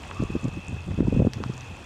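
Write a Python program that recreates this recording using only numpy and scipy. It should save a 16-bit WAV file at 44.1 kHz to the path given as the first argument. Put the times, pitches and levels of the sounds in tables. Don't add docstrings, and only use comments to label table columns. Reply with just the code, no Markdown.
import sys
import numpy as np
from scipy import signal
from scipy.io import wavfile
from scipy.ndimage import uniform_filter1d

SR = 44100
rng = np.random.default_rng(int(sys.argv[2]) if len(sys.argv) > 2 else 0)


def dump(signal):
    limited = np.clip(np.atleast_2d(signal).T, -1, 1)
    pcm = np.round(limited * 32767).astype(np.int16)
    wavfile.write(sys.argv[1], SR, pcm)


N = 81585
T = np.arange(N) / SR


def from_db(db):
    return 10 ** (np.asarray(db) / 20)


def unit_rms(x):
    return x / np.sqrt(np.mean(x ** 2) + 1e-20)


def curves(rows):
    times_s, *columns = np.transpose(rows)
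    return [np.interp(T, times_s, column) for column in columns]


def butter(x, hz, kind, order=2):
    sos = signal.butter(order, np.clip(hz, 10, .45 * SR), kind, fs=SR, output="sos")
    return signal.sosfilt(sos, x + 1e-18)


def resonate(x, hz, q):
    r = np.exp(-np.pi * hz / q / SR)
    feedback = [1, -2 * r * np.cos(2 * np.pi * hz / SR), r * r]
    return signal.lfilter(np.array([1, 0, -1]) * (1 - r * r) / 2, feedback, x + 1e-18)


def drift(rate_hz):
    return unit_rms(butter(rng.standard_normal(2 * N), rate_hz, "low")[N:])


def narrow_noise(hz, width_hz):
    band_hz = [hz - width_hz / 2, hz + width_hz / 2]
    return unit_rms(butter(rng.standard_normal(2 * N), band_hz, "band")[N:])


def banded_noise(spectrum, flicker_db):
    hz, db = np.transpose(spectrum)
    edges_hz = 18 * 2 ** (np.arange(31) / 3)
    white = rng.standard_normal((2, N + SR // 2))
    out = np.zeros(N)
    for k, (low, high) in enumerate(zip(edges_hz, edges_hz[1:])):
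        level_db = np.interp(np.log(low * high) / 2, np.log(hz), db, right=-120)
        band = butter(white[k % 2], [low, high], "band")[-N:]
        out += from_db(level_db + flicker_db * drift(rate_hz=36)) * band
    return unit_rms(out)


def add(out, start_s, sound, peak_db):
    i = max(int(start_s * SR), 0)
    out[i:i + len(sound)] += (from_db(peak_db) * sound / np.abs(sound).max())[:N - i]


def crackle(rate_per_s):
    size_db = 2 * np.minimum(rng.exponential(1, N), 3.5)
    clicks = from_db(size_db) * rng.choice([-1, 1], N)
    clicks *= rng.random(N) < rate_per_s / SR
    pitches_hz = np.geomspace(3000, 8200, num=10)
    pitch_index = rng.integers(0, len(pitches_hz), N)
    rings = sum(resonate(clicks * (pitch_index == k), hz, q=7.3) for k, hz in enumerate(pitches_hz))
    return unit_rms(butter(rings, 9400, "low", order=4))


def fire():
    # (time [s], gain [dB])
    blaze = [(0, 2.5), (.25, 1.5), (.6, 0), (.9, -0.5), (1.3, 0), (1.55, 1), (1.85, 1)]
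    # (frequency [Hz], relative density [dB])
    roar_spectrum = [(20, -22), (45, 4), (80, 3), (160, -1), (300, -7.5), (520, -9), (680, -10.5),
                     (880, -8), (1400, -16), (2100, -19.5), (3500, -23), (6000, -51.5)]
    sizzle_spectrum = [(1500, 6.5), (3000, 2.5), (4200, 1.5), (5100, 1), (6200, 2), (7900, -1), (9300, -13),
                       (12000, -13), (16000, -25.5)]
    vigour = from_db(curves(blaze)[0])
    crackles = from_db(-61.5) * crackle(rate_per_s=310 * vigour)
    roar = from_db(-44) * banded_noise(roar_spectrum, flicker_db=2)
    sizzle = from_db(-56) * banded_noise(sizzle_spectrum, flicker_db=1.56)
    return vigour * (roar + sizzle + crackles)


def crickets():
    # (time [s], level [dB])
    swell = [(0, -58), (.07, -51), (.25, -48.5), (.32, -48), (.42, -51.5), (.6, -50.5), (.68, -46.5),
             (.74, -50), (.79, -46.5), (.88, -55.5), (1.05, -51), (1.18, -47.5), (1.28, -52.5),
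             (1.45, -54.5), (1.56, -51.5), (1.7, -47.5), (1.85, -50.5)]
    level_db, = curves(swell)
    chorus = from_db(level_db) * narrow_noise(2593, width_hz=181)
    high_chorus = from_db(-59.5) * narrow_noise(3313, width_hz=370)
    return chorus + high_chorus


def engines():
    # (time [s], firing rate [Hz], level [dB])
    easing = [(0, 136, -77), (.3, 130, -67), (1.3, 129, -39.5), (1.42, 125.3, -36), (1.56, 128.2, -39),
              (1.66, 117, -46), (1.85, 109, -73)]
    # (time [s], level [dB])
    whine_swell = [(0, -82), (.13, -65), (.165, -43), (.24, -45), (.28, -58), (.45, -51.5), (.62, -60.5),
                   (1.85, -87)]
    firing_hz, hum_db = curves(easing)
    whine_db, = curves(whine_swell)
    idle = from_db(-42.5) * narrow_noise(83.9, width_hz=12.8)
    hum = from_db(hum_db) * np.sqrt(2) * np.sin(2 * np.pi * np.cumsum(firing_hz) / SR)
    whine = from_db(whine_db) * narrow_noise(1172, width_hz=146)
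    return idle + hum + whine


def snaps():
    # (time [s], peak [dB], low ring [Hz], high ring [Hz], high re low [dB], t60 [s], low-pass [Hz])
    bursts = [(0.0361, -27, 2700, 2950, -29, 0.012, 3600), (0.049, -34.5, 1800, 2100, -15, 0.011, 2500),
              (0.1119, -23, 1190, 3000, -4, 0.014, 3500), (0.237, -37, 5200, 7500, 12, 0.012, 8000),
              (0.442, -34.5, 5800, 7900, 3.5, 0.012, 8000), (0.484, -33.5, 4140, 6940, 0, .004, 10000),
              (0.683, -29, 6500, 7900, 2.5, 0.0043, 7700), (1.3347, -17, 1920, 5760, 1, .003, 12400),
              (1.438, -18.5, 1286, 6900, -22, 0.0026, 7500), (1.537, -36, 5280, 6850, -3, 0.0041, 7000),
              (1.579, -29.5, 6650, 7800, -16, 0.0023, 8000), (1.608, -33, 4100, 6400, 0, 0.0052, 7000)]
    break_db, knock_db, knock_hz = 15, -9.5, 825
    tail_db, tail_t60_s = -19.5, 0.08
    out, t = np.zeros(N), T[:SR // 10]
    for time_s, peak_db, low_hz, high_hz, high_db, t60_s, cutoff_hz in bursts:
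        decay = from_db(-60 * t / t60_s) + from_db(tail_db - 60 * t / tail_t60_s)
        crack = rng.standard_normal(len(t)) * decay
        crack[0] += from_db(break_db)
        low_ring = unit_rms(resonate(crack, low_hz, q=4.3))
        high_ring = from_db(high_db) * unit_rms(resonate(crack, high_hz, q=5.3))
        knock = from_db(knock_db) * unit_rms(butter(crack, knock_hz, "low"))
        snap = butter(low_ring - high_ring - knock, cutoff_hz, "low", order=3)
        add(out, time_s, snap, peak_db)
    return out


def gusts():
    # (start [s], length [s], level [dB])
    patches = [(0.181, 0.075, -31), (0.297, 0.083, -31), (0.433, 0.06, -25.5), (.532, 0.063, -32.5),
               (0.683, 0.067, -30.5), (0.867, 0.088, -27), (0.976, 0.121, -26.5), (1.114, 0.19, -22),
               (1.353, .065, -30.5), (1.412, .05, -38), (1.699, 0.02, -43)]
    # (frequency [Hz], relative density [dB])
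    spectrum = [(20, -4), (40, -8), (80, -1), (130, 2.5), (220, -7), (350, -20), (550, -30), (900, -43),
                (2000, -43)]
    edge_s, lump_db = 0.0065, 8
    flow = np.zeros(N)
    for start_s, length_s, level_db in patches:
        inside_s = np.minimum(T - start_s, start_s + length_s - T)
        flow += from_db(level_db) * np.clip(inside_s / edge_s + .5, 0, 1)
    turbulence = banded_noise(spectrum, flicker_db=0.5)
    lumps = from_db(lump_db * np.tanh(drift(rate_hz=48.4)))
    return flow * unit_rms(turbulence * lumps)


def eddies():
    # (time [s], peak [dB], low-pass [Hz])
    hits = [(0.202, -16.5, 363), (0.224, -18.5, 417), (0.235, -17, 444), (0.301, -19.5, 352),
            (0.353, -14.5, 410), (.363, -17, 433), (0.443, -18, 273), (0.455, -17, 390), (0.48, -23, 460),
            (0.573, -23, 278), (.729, -27, 318), (0.765, -28, 330), (.988, -16, 510), (1.005, -4, 331),
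            (1.029, -17, 460), (1.049, -11, 230), (1.071, -13.5, 549), (1.079, -10, 260),
            (1.126, -11.5, 370), (1.164, -13.5, 560), (1.17, -10, 250), (1.195, -4.5, 331),
            (1.202, -6, 555), (1.22, -7, 554), (1.249, -9, 530), (1.27, -3, 343), (1.403, -20, 400),
            (1.421, -23.5, 253), (1.46, -21, 260), (1.496, -18, 312)]
    length_s, highpass_hz = 0.00822, 97.2
    out, t = np.zeros(N), T[:SR // 10]
    window = np.sin(np.pi * np.minimum(t / length_s, 1)) ** 2
    for time_s, peak_db, cutoff_hz in hits:
        pressure = rng.standard_normal(len(t)) * window
        thump = butter(pressure, cutoff_hz, "low", order=4)
        thump = butter(thump, cutoff_hz / 2, "low", order=1)
        thump = butter(thump, highpass_hz, "high")
        add(out, time_s - length_s / 2, thump, peak_db)
    return out


def scene():
    return (fire() + crickets() + engines() + snaps() + gusts() + eddies())[None]


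def record(dry):
    highpass_hz, lowpass_hz, clip_level = 30.6, 16800, 0.37
    threshold_db, attack_s, release_db_per_s = -8.5, 0.0031, 47
    x = butter(dry, highpass_hz, "high")
    over_db = np.maximum(20 * np.log10(np.abs(x[0]) + 1e-9) - threshold_db, 0)
    release_db = release_db_per_s * T
    held_db = np.maximum.accumulate(over_db + release_db) - release_db
    gain = from_db(-uniform_filter1d(held_db, int(attack_s * SR)))
    clipped = np.clip(x * gain, -clip_level, clip_level)
    return signal.sosfilt(signal.cheby2(16, 70, lowpass_hz, fs=SR, output="sos"), clipped)


dry = scene()
out = record(dry)
dump(out)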